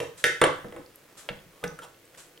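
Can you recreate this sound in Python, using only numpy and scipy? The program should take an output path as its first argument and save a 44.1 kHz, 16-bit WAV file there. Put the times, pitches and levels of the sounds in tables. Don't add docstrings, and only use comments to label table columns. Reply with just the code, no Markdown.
import sys
import numpy as np
from scipy import signal
from scipy.fft import rfft, irfft
from scipy.io import wavfile

SR = 44100
rng = np.random.default_rng(int(sys.argv[2]) if len(sys.argv) > 2 else 0)


def dump(signal):
    limited = np.clip(np.atleast_2d(signal).T, -1, 1)
    pcm = np.round(limited * 32767).astype(np.int16)
    wavfile.write(sys.argv[1], SR, pcm)


N = 105840
T = np.arange(N) / SR
HZ = np.maximum(np.fft.rfftfreq(2 * N, 1 / SR), 1)

# frequency in Hz, left-right correlation.
MIC_CORRELATION = [(100, 1), (250, 0.97), (500, 0.81), (1000, 0.25), (2000, 0.43), (4000, 0.26),
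                   (8000, 0.43), (13000, 0.88)]
# frequency in Hz, left over right in dB.
MIC_BALANCE = [(40, 10), (90, -11), (170, 2), (330, 2), (650, -2.9), (1400, -2.3), (4500, 0.5), (8500, 0.5),
               (13000, 1.5)]
# frequency in Hz, lead of the left in radians.
MIC_PHASE = [(100, 0.7), (300, 0.22), (580, -1.02), (1100, -0.15), (1460, 1), (2070, 0.38), (3400, 0.62),
             (4600, 0), (7300, 0.97), (10000, 0)]
# frequency in Hz, relative level in dB.
ROOM_TONE_COLOUR = [(20, -28.5), (42, -4), (72, -20), (102, -3), (160, -5), (240, -6.5), (320, 3),
                    (410, -2.5), (510, -0.5), (700, -10.5), (1200, -22.5), (1600, -9.5), (2500, -10.5),
                    (4000, -15), (8000, -18), (15500, -20)]
# frequency in Hz, 60 dB decay time in seconds.
ROOM_DECAY = [(100, 0.47), (260, 0.21), (700, 0.41), (1800, 0.39), (4800, 0.41), (12800, .25)]
# frequency in Hz, gain in dB.
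ROOM_GAIN = [(100, 0.5), (500, 3), (1500, 0), (3500, -4), (9000, 5.5), (15000, -12.5)]
# start in seconds, level in dB.
CLOCK_TICKS = [(0.172, -47.5), (1.169, -48), (2.171, -49)]
# frequency in Hz, relative level in dB.
CLOCK_COLOUR = [(300, -50), (800, -3), (1400, 4.5), (2400, -2), (3500, 3), (5000, -1.5), (7800, 5),
                (9500, -1), (11500, -3.5), (13000, -15), (16000, -39)]
# start in seconds, pitch in Hz, level in dB.
TABLE_BUMPS = [(.426, 158, -5), (0.651, 206.5, -15), (1.303, 141.4, -16.5), (1.306, 199.4, -15),
               (1.463, 171, -24.5), (1.643, 178.4, -10.5)]
# time in seconds, level in dB.
SQUELCH_LEVEL = [(0, -61), (.6, -57), (.82, -61), (.95, -63), (1.2, -57.5), (1.38, -59), (1.5, -61.5),
                 (1.7, -59), (1.87, -63), (2.0, -64.5), (2.2, -58.5), (2.4, -64)]
# frequency in Hz, relative level in dB.
FRUIT_COLOUR = [(40, -11), (75, -15.5), (160, 3), (250, -16.5), (480, 0), (800, -6), (1400, -6.5),
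                (3000, -15), (8000, -19), (15000, -23)]
# start in seconds, pitch in Hz, level in dB.
AIR_POPS = [(0.685, 3500, -34.5), (0.862, 4560, -31), (.958, 11500, -24.5), (0.9577, 9000, -34.5),
            (1.39, 3330, -31), (1.945, 2400, -36), (2.054, 8650, -35), (1.675, 4760, -24.5),
            (1.679, 5850, -20), (2.376, 3150, -27.5)]
# frequency in Hz, relative level in dB, 60 dB decay time in seconds.
GLASS_MODES = [(161.9, -22, 0.37), (287.3, -24, 0.4), (330.2, -32, 0.34), (481.9, -12, 0.2),
               (508, -22, 0.31), (551.3, -21.5, .22), (624.7, -19.5, 0.19), (1106.6, -25.5, 0.1),
               (799, -28.5, 0.26), (1336, -20, 0.13), (1382, -32, 0.16), (1494, -20, 0.38),
               (1727, -20, 0.27), (1840, -33, 0.37), (1940, -45, 0.093), (2182, -21, 0.13),
               (2730, -17, 0.12)]
# frequency in Hz, gain in dB.
CLACK_COLOUR = [(30, -23), (90, -7), (150, 3), (235, -16.5), (340, -2), (560, -2.5), (830, -8), (1150, -7),
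                (1500, 3.5), (2400, 1.5), (3400, 1), (4300, -6), (7000, -7.5), (11000, -4.5), (15500, -20)]
# frequency in Hz, relative level in dB, 60 dB decay time in seconds.
STEEL_MODES = [(7460, -9, 0.031), (8845, -4, 0.041), (10680, -17.5, 0.024)]
# start in seconds, length in seconds, drive in dB.
SCRAPE_STROKES = [(1.507, 0.13, -25), (1.812, .038, -11)]
# frequency in Hz, gain in dB.
FRICTION_COLOUR = [(100, -35), (500, 0), (1100, 17.5), (1700, -9.5), (3200, -2), (6000, -2), (9000, -5),
                   (15000, -15)]
# low edge in Hz, high edge in Hz.
JAR_REGISTERS = [(120, 200), (340, 780), (1000, 1230), (1400, 1900), (2600, 3400), (9000, 13000)]
# start in seconds, six register gains in dB, the ring's pitch in Hz, level in dB and
# 60 dB decay time in seconds, chime gain in dB, gain into the room in dB.
SPOON_KNOCKS = [ (0.002, 4, 9, 5, -8, -3.5, -11, 444, -12, 0.047, -43, 1),
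                (0.072, -19, -18, -31, -31, -21.5, -51, 506, -39, 0.11, -47, -28),
                (0.2401, 5, 11.5, 3, 17.5, 11, 3, 1852, 9.5, 0.029, -8, 1),
                (0.4154, 18, 22.5, 24, 16, 10.5, -8.5, 1150, 6, 0.042, 1.5, 0),
                (0.4392, 9.5, 19.5, -4, 12.5, 7, -9, 3130, 2.5, 0.016, 0, -4.5),
                (0.6446, -4.5, 0, -5, -15, -37, -32, 330, -20.5, 0.017, -50, 0.5),
                (0.7242, -8.5, -3.5, -11, -16.5, -30, -42, 3180, -31, 0.0098, -36, 1),
                (0.7630, -5.5, -1, 1, -14.5, -24, -43, 320, -15, 0.03, -30, 1.5),
                (1.2895, -23, 1, 1, -1.5, -2, -24.5, 2960, -7.5, 0.0029, -29, -6.5),
                (1.6300, -6.5, -7.5, -14, -33, -48, -38, 1275, -21, 0.044, -45, 4),
                (1.6389, 11, 6.5, 2, 5.5, -6, -8.5, 1610, -10, 0.056, -19.5, -6.5),
                (1.7892, -11, -10.5, -11.5, -12.5, -19.5, -22.5, 1377, -16, 0.063, -26, -5.5),
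                (2.1470, -28, -26, -35, -22, -27, -29, 1900, -46, 0.048, -50, -24)]


def from_db(db):
    return 10 ** (np.asarray(db) / 20)


def unit(x):
    return x / np.sqrt(np.sum(x ** 2) + 1e-20)


def at_hz(points, hz):
    f, v = np.transpose(points)
    return np.interp(np.log(hz), np.log(f), v)


def colour(x, points):
    cepstrum = irfft(np.log(from_db(at_hz(points, HZ))))
    cepstrum[1:N] *= 2
    cepstrum[N + 1:] = 0
    return irfft(rfft(x, 2 * N) * np.exp(rfft(cepstrum)))[..., :N]


def through(x, response):
    return irfft(rfft(x, 2 * N) * rfft(response, 2 * N))[..., :N]


def decay(t60, t=T):
    return np.exp(-np.minimum(np.log(1000) * t / t60, 60))


def delayed(x, start_s):
    start = int(max(start_s, 0) * SR)
    return np.concatenate([np.zeros(start), x[:N - start]])


def mode(hz, t60):
    return unit(np.sin(2 * np.pi * hz * T) * decay(t60))


def grains(per_s, spread_db):
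    sizes = from_db(spread_db * np.minimum(rng.exponential(1, N), 4))
    signs = rng.choice([-1, 1], N)
    return unit(sizes * signs * (rng.random(N) < per_s / SR)) * np.sqrt(N)


def diffuse_noise():
    mid, side = rfft(rng.standard_normal((2, 2 * N)))
    alike = np.clip(at_hz(MIC_CORRELATION, HZ), -.99, .99)
    return irfft(np.sqrt((1 + alike) / 2) * mid + np.sqrt((1 - alike) / 2) * side * [[1], [-1]])[:, :N]


def room_tone(level_db=-58.5):
    return from_db(level_db) * unit(colour(diffuse_noise(), ROOM_TONE_COLOUR)) * np.sqrt(2 * N)


def clock(attack_s=0.0076, hold_s=0.033, t60=0.33):
    envelope = 0
    for start, db in CLOCK_TICKS:
        rise = np.clip((T - start) / attack_s, 0, 1)
        envelope += from_db(db) * rise * decay(t60, np.maximum(T - start - hold_s, 0))
    return envelope * unit(colour(diffuse_noise(), CLOCK_COLOUR)) * np.sqrt(2 * N)


def kitchen_reverb(x, first_echo_s=0.006, build_s=0.0062, build_cycles=1.22):
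    noise, tail = rfft(diffuse_noise(), 2 * N), 0
    centres = np.geomspace(100, 12800, 8)
    for hz, pick in zip(centres, np.eye(len(centres))):
        band = irfft(noise * np.interp(np.log(HZ), np.log(centres), pick))[:, :N]
        rise = np.clip((T - first_echo_s) / (build_s + build_cycles / hz), 0, 1)
        tail += from_db(at_hz(ROOM_GAIN, hz)) * band * unit(rise * decay(at_hz(ROOM_DECAY, hz)))
    return through(x, tail)


def table_bumps():
    sway = from_db(-13.5) * mode(hz=46, t60=0.73)
    return sum(from_db(db) * delayed(mode(hz, t60=0.1) + sway, start) for start, hz, db in TABLE_BUMPS)


def wet_fruit(pop_bandwidth_ratio=0.073):
    squelch = unit(colour(grains(per_s=700, spread_db=0.5), FRUIT_COLOUR)) * np.sqrt(N)
    fruit = squelch * from_db(np.interp(T, *np.transpose(SQUELCH_LEVEL)))
    for start, hz, db in AIR_POPS:
        burst = rng.standard_normal(N) * decay(t60=0.01)
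        pop = signal.lfilter(*signal.iirpeak(hz, 1 / pop_bandwidth_ratio, fs=SR), burst)
        fruit += from_db(db) * delayed(unit(pop), start)
    return fruit


def jar_ring():
    return sum((-1) ** k * from_db(db) * mode(hz, t60) for k, (hz, db, t60) in enumerate(GLASS_MODES))


def jar_clack(crack_db=-13.5, clatter_db=2.5):
    clack = from_db(clatter_db) * unit(rng.standard_normal(N) * decay(t60=0.043))
    clack[0] += from_db(crack_db)
    return colour(clack, CLACK_COLOUR)


def spoon_chime():
    return sum(from_db(db) * mode(hz, t60) for hz, db, t60 in STEEL_MODES)


def spoon_scrapes(resonances):
    slips, strokes = grains(per_s=1600, spread_db=2), 0
    for start, length, db in SCRAPE_STROKES:
        pressure = np.sqrt(np.clip((T - start) / length, 0, 1)) * (T < start + length)
        strokes += from_db(db) * unit(slips * pressure)
    return colour(through(strokes, jar_clack() + resonances), FRICTION_COLOUR)


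def spoon_knocks(glass, chime, glass_send_db=-10.5, steel_send_db=-7.5):
    direct, to_room = 0, 0
    for start, *registers_db, ring_hz, ring_db, ring_t60, chime_db, room_db in SPOON_KNOCKS:
        contact = [(hz, db) for edges, db in zip(JAR_REGISTERS, registers_db) for hz in edges]
        ring = from_db(ring_db - at_hz(contact, ring_hz)) * mode(ring_hz, ring_t60)
        clack = colour(jar_clack() + ring, contact)
        ringing = colour(glass, contact)
        steel = from_db(chime_db) * chime
        direct += delayed(clack + ringing + steel, start)
        send = clack + from_db(glass_send_db) * ringing + from_db(steel_send_db) * steel
        to_room += from_db(room_db) * delayed(send, start)
    return direct, to_room


def microphones(x):
    half_each = np.array([[.5], [-.5]])
    gain = from_db(at_hz(MIC_BALANCE, HZ) * half_each)
    phase = np.exp(1j * at_hz(MIC_PHASE, HZ) * half_each)
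    return irfft(rfft(x, 2 * N) * gain * phase)[:, :N]


def scene():
    glass, chime = jar_ring(), spoon_chime()
    knocks, knocks_to_room = spoon_knocks(glass, chime)
    stirring = spoon_scrapes(glass + from_db(-8.5) * chime) + wet_fruit()
    bumps = table_bumps()
    background = room_tone()
    reverb = kitchen_reverb(knocks_to_room + from_db(-7) * stirring + from_db(-3.5) * bumps)
    return microphones(knocks + stirring + bumps + reverb) + clock() + background


def record(dry, ceiling=0.65, stopband_hz=16800):
    rounded = ceiling * np.tanh(dry / ceiling)
    return signal.sosfilt(signal.cheby2(18, 80, stopband_hz, fs=SR, output="sos"), rounded)


dry = scene()
out = record(dry)
dump(out)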